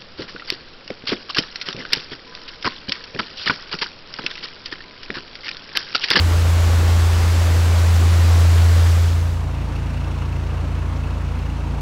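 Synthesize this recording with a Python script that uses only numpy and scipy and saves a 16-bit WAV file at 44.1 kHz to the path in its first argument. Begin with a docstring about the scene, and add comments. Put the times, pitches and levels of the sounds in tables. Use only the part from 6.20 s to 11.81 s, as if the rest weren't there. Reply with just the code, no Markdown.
"""In a deep canal lock, a narrowboat's diesel engine ticks over. Its exhaust pulses make low notes that
boom between the walls, while water pours from the leaking gates, trapping bubbles and throwing spray.
About halfway, the lock fades into the open canal. There the same engine chugs, shakes the steel hull,
clatters its valves and rattles its loose covers, over the soft wash of the propeller's wake."""
import sys
import numpy as np
from scipy import signal
from scipy.fft import rfft, irfft, next_fast_len
from scipy.io import wavfile
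from scipy.ndimage import uniform_filter1d, map_coordinates

SR = 44100
rng = np.random.default_rng(int(sys.argv[2]) if len(sys.argv) > 2 else 0)


def unload_audio(sound):
    """Save the sound as a 16-bit wav file, at the path given as the first command line argument."""
    columns = np.transpose(np.atleast_2d(sound))
    # keep every value between -1 and 1, then stretch to whole-number steps
    steps = np.round(np.clip(columns, -1, 1) * 32767)
    wavfile.write(sys.argv[1], SR, steps.astype(np.int16))


N = 247401

# How fast the engine fires, a touch slower on the canal: (time [s], firing rate [Hz])
ENGINE_SPEED = [(0, 28.23), (3.2, 28.29), (3.6, 28.19)]
# The tone of these four noises, from bass to treble: (frequency [Hz], relative level [dB])
PLUNGE_TONE = [(20, -25), (60, 4.5), (130, -1), (195, 4), (245, -3), (295, 0), (350, -5), (520, -2.5),
               (750, -4.5), (1100, -4), (1550, -7), (2000, -10), (4000, -17.5), (9000, -37)]
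WASH_TONE = [(20, -14), (100, -18), (400, 0), (720, -2), (980, -3.5), (1400, -7.5), (1900, -13.5),
             (2600, -12.5), (3300, -18), (5000, -24), (6300, -24.5), (9000, -37), (15500, -60)]
HULL_TONE = [(40, -1), (110, 1.5), (190, -1.5), (250, 2.5), (305, 0), (360, -18), (600, -16), (1500, -56.5)]
CLATTER_TONE = [(400, -16), (950, 3), (1500, -4), (2000, -4), (2700, -15), (3200, -11.5), (4300, -10.5),
                (5000, -16), (6500, -20), (9000, -21.5), (15500, -40)]
# Tone of the spray's hiss as heard, with the treble above 8 kHz turned down a step:
# (frequency [Hz], relative level [dB])
HEARD_SPRAY_TONE = [(400, -37), (1400, 2), (2600, 0.5), (4800, 0.5), (7000, -2.5), (8000, -3), (8300, -6.5),
                    (11000, -9), (14000, -12), (16000, -15)]
# Gulps of water through the gates: (time [s], boost [dB])
GATE_GULPS = [(0.15, 1.5), (0.67, 1.0), (1.04, 1.5), (2.1, 0.6), (2.6, 1.2)]
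# Strong exhaust notes and their echo off the walls:
# (pitch [x firing rate], level before echo [dB], echo strength [0-1], time the echo is in step [s])
LOCK_EXHAUST = [(2, -34.5, 0.8, 0.18), (4, -45, .5, 1.7), (5, -38, 0.24, 3.1)]
CANAL_EXHAUST = [(2, -25.5, .06, 5.3), (3, -26.5, 0.25, 4.42), (4, -38, 0.57, 3.86), (5, -33, 0.091, 3.6)]
# Weaker exhaust notes: (pitch [x firing rate], level in the lock [dB], level on the canal [dB])
WEAK_NOTES = [(1, -52, -46), (6, -47, -43), (7, -52.5, -52.5), (9, -56, -51), (11, -50, -53.5),
              (18, -69, -57.5)]
# How the boom in the lock swells: (time [s], base level [dB])
BOOM_SWELL = [(0.08, -14.5), (0.78, -13), (1.01, -14.5), (2.37, -10.5), (2.6, -11)]
# Where the hollow engine bay and the covers ring: (frequency [Hz], width [Hz], relative level [dB])
BAY_RINGS = [(251, 32, 5.5), (309, 49, 4.5), (930, 85, 2), (1040, 110, -12.5)]
COVER_RINGS = [(2235, 70, -8), (2635, 80, 0), (2850, 60, -3), (4250, 300, -12), (5500, 400, -11)]
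# Fits of harder chatter from the covers: (start [s], length [s], boost [dB])
CHATTER_FITS = [(3.32, 0.09, 3.5), (3.545, .04, 7.5), (3.64, .42, 4), (5.172, 0.044, 6.5)]

PLUNGE_DB, SPRAY_DB, CLATTER_DB, COVER_DB = -28, -33.5, -45.5, -54.5  # base levels
TIME = np.arange(N) / SR  # seconds at each sample


def amp(db):
    """Turn decibels into a number to multiply a sound by."""
    return 10 ** (np.asarray(db) / 20)


def unit(x):
    """Scale x to an average strength (rms) of 1."""
    return x / np.sqrt(np.mean(x ** 2) + 1e-20)


def curve(rows):
    """Join (time, value) points with straight lines."""
    return np.interp(TIME, *np.transpose(rows))


def wobble(rate):
    """A smooth curve through rate random points a second."""
    return map_coordinates(rng.standard_normal(int(N * rate / SR) + 4), [TIME * rate])


def ramp(start_s, length_s):
    """A smooth rise from 0 to 1."""
    return np.sin(np.pi / 2 * np.clip((TIME - start_s) / length_s, 0, 1)) ** 2


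def filtered(x, response):
    """Turn each frequency f in x up or down by response(f)."""
    size = next_fast_len(N + SR // 2)
    return irfft(rfft(x, size) * response(np.fft.rfftfreq(size, 1 / SR)), size)[:N]


def coloured(x, tone):
    """Shape x with a tone table, at strength 1."""
    hz, db = np.transpose(tone)
    return unit(filtered(x, lambda f: amp(np.interp(np.log(f + 1), np.log(hz), db))))


def resonant(x, rings):
    """Make x ring at the given frequencies, at strength 1."""
    def response(f):
        return sum(amp(db) * 1j * f * width / (hz * hz - f * f + 1j * f * width)
                   for hz, width, db in rings)
    return unit(filtered(x, response))


def churn(patchy_db):
    """Churning water: a hiss with random loud and soft patches in time and pitch."""
    spectrum = signal.stft(rng.standard_normal(N), nperseg=512)[2]
    patches = uniform_filter1d(rng.standard_normal(spectrum.shape), size=7, axis=0)
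    patches = unit(uniform_filter1d(patches, size=7, axis=1))
    return unit(signal.istft(spectrum * amp(patchy_db * patches), nperseg=512)[1][:N])


def bubbles(count, low_hz, high_hz, cycles, spread_db, rise):
    """Bubbles ring for a few cycles each and climb in pitch as they near the surface."""
    when, pitch, strength = rng.random((count, 3)).T[:, :, None]
    hz = low_hz * (high_hz / low_hz) ** pitch
    samples = np.arange(SR // 60)
    age = hz * samples / SR / cycles  # at 1 the bubble has nearly died away
    ring = np.sin(2 * np.pi * cycles * age * (1 + rise * np.minimum(age, 1))) * np.exp(-np.pi * age)
    loudness = amp(-spread_db * np.log(np.maximum(strength, .01)))
    positions = (when * N).astype(int) + samples
    return unit(np.bincount(positions.ravel(), (loudness * ring).ravel(), N)[:N])


def leaking_gates(gulp_s=0.05, fade_db_per_s=0.23):
    """Falling water traps bubbles and throws spray. 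The plunge fades a little as the boat draws away."""
    gulps_db = sum(db * np.exp(-((TIME - at_s) / gulp_s) ** 2) for at_s, db in GATE_GULPS)
    gurgle = bubbles(count=3500, low_hz=298.3, high_hz=3940, cycles=14, spread_db=0.5, rise=0.15)
    plunge = coloured(churn(patchy_db=0.3) + amp(-16) * gurgle, PLUNGE_TONE)
    plunge *= amp(PLUNGE_DB + gulps_db - fade_db_per_s * TIME + 0.32 * wobble(14))
    droplets = bubbles(count=4000, low_hz=1900, high_hz=13200, cycles=2.2, spread_db=2.5, rise=0.042)
    spray = coloured(churn(patchy_db=0.85) + amp(-15.5) * droplets, HEARD_SPRAY_TONE)
    spray *= amp(SPRAY_DB + 0.28 * wobble(24.46))
    return amp(0.2 * wobble(3.65)) * (plunge + spray)


def count_firings(first_s=0.014):
    """How many times the engine has fired so far. Its speed control wanders a little."""
    rate_hz = curve(ENGINE_SPEED)
    firings = np.cumsum(rate_hz * (1 + 0.0007 * wobble(4.98))) / SR
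    return firings - first_s * rate_hz[0] + 0.0022 * wobble(28)


def exhaust(firings, strong_notes, weak_notes, swell_s, rough_db, uneven_db):
    """Exhaust pulses make notes. As the boat creeps on, their echo drifts into step every swell_s."""
    def note(multiple, db, pipe_hz=117, pipe_width_hz=12):
        hz = multiple * ENGINE_SPEED[0][1]
        # the pipe holds back notes near the pitch it rings at
        lag = 2 * np.arctan2(hz * pipe_width_hz, pipe_hz ** 2 - hz ** 2)
        return np.sqrt(2) * amp(db) * np.cos(2 * np.pi * multiple * firings - lag)

    drone = np.zeros(N)
    for multiple, db, echo, in_step_s in strong_notes:
        swell = np.abs(1 + echo * np.exp(2j * np.pi * (TIME - in_step_s) / swell_s))
        flutter_db = rough_db * multiple * wobble(22.07)  # higher notes vary more
        drone += note(multiple, db + flutter_db) * swell
    return drone + sum(note(multiple, db + uneven_db * wobble(17)) for multiple, db in weak_notes)


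def lock_boom(firings, multiple=3):
    """The lock's walls hold one exhaust note and swell it far above the rest."""
    level_db = curve(BOOM_SWELL) - 0.3 + 0.22 * wobble(22.1)
    return np.sqrt(2) * amp(level_db) * np.cos(2 * np.pi * multiple * firings)


def wash():
    """The propeller's wake rushes along the hull with a fizz of small bubbles."""
    fizz = bubbles(count=3000, low_hz=1175, high_hz=12000, cycles=3.9, spread_db=0, rise=0.12)
    return amp(-38 + 0.12 * wobble(7.8)) * coloured(churn(patchy_db=1) + amp(-14) * fizz, WASH_TONE)


def throb(cycles, lag, sharpness):
    """One swell in each cycle; lag (0-1) says how far into the cycle it peaks."""
    return unit(np.exp(sharpness * np.cos(2 * np.pi * (cycles - lag))))


def engine_body(firings, loudest_s=3.5, ease_db_per_s=1.0):
    """Pistons shake the hull, fuel injectors and valves clatter after each firing, and the bay rings."""
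    hull = coloured(rng.standard_normal(N), HULL_TONE) * throb(2 * firings, lag=0.6, sharpness=0.12)
    hull *= amp(-35.5 + 0.58 * wobble(8))
    bay = amp(-41.8) * resonant(rng.standard_normal(N), BAY_RINGS)
    clatter = coloured(rng.standard_normal(N), CLATTER_TONE) * throb(firings, lag=0.27, sharpness=0.3)
    clatter *= amp(CLATTER_DB + 0.43 * wobble(28))
    easing = amp(-ease_db_per_s * np.abs(TIME - loudest_s))  # builds, then eases as the boat gets going
    return hull + easing * (bay + clatter)


def loose_covers(firings, edge_s=0.011):
    """Each cover chinks once a firing, with uneven strength. Now and then they all chatter harder."""
    fits_db = sum(db * (ramp(start, edge_s) - ramp(start + length, edge_s))
                  for start, length, db in CHATTER_FITS)
    ringing = np.zeros(N)
    for hz, width, db in COVER_RINGS:
        chinks = rng.standard_normal(N) * throb(firings, lag=0.22, sharpness=1.05) * amp(2 * wobble(28))
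        ringing += amp(db) * resonant(chinks, [(hz, width, 0)])
    return amp(COVER_DB + fits_db) * ringing


def scene():
    """The lock fades out as the open canal fades in, with one engine beat running through both."""
    firings = count_firings()
    lock_weak = [(multiple, db) for multiple, db, _ in WEAK_NOTES]
    canal_weak = [(multiple, db) for multiple, _, db in WEAK_NOTES]
    lock_exhaust = exhaust(firings, LOCK_EXHAUST, lock_weak, swell_s=3.83, rough_db=0.07, uneven_db=0)
    canal_exhaust = exhaust(firings, CANAL_EXHAUST, canal_weak, swell_s=2.74, rough_db=0.18, uneven_db=1.5)
    lock = leaking_gates() + lock_exhaust + lock_boom(firings)
    canal = wash() + engine_body(firings) + loose_covers(firings) + canal_exhaust
    canal_share = ramp(start_s=2.49, length_s=0.97)
    return ((1 - canal_share) * lock + canal_share * canal)[None]


def record(dry, top_hz=15800):
    """Cut away the very highest treble."""
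    return filtered(dry[0], lambda hz: hz < top_hz)[None]


dry = scene()
out = record(dry)
unload_audio(out)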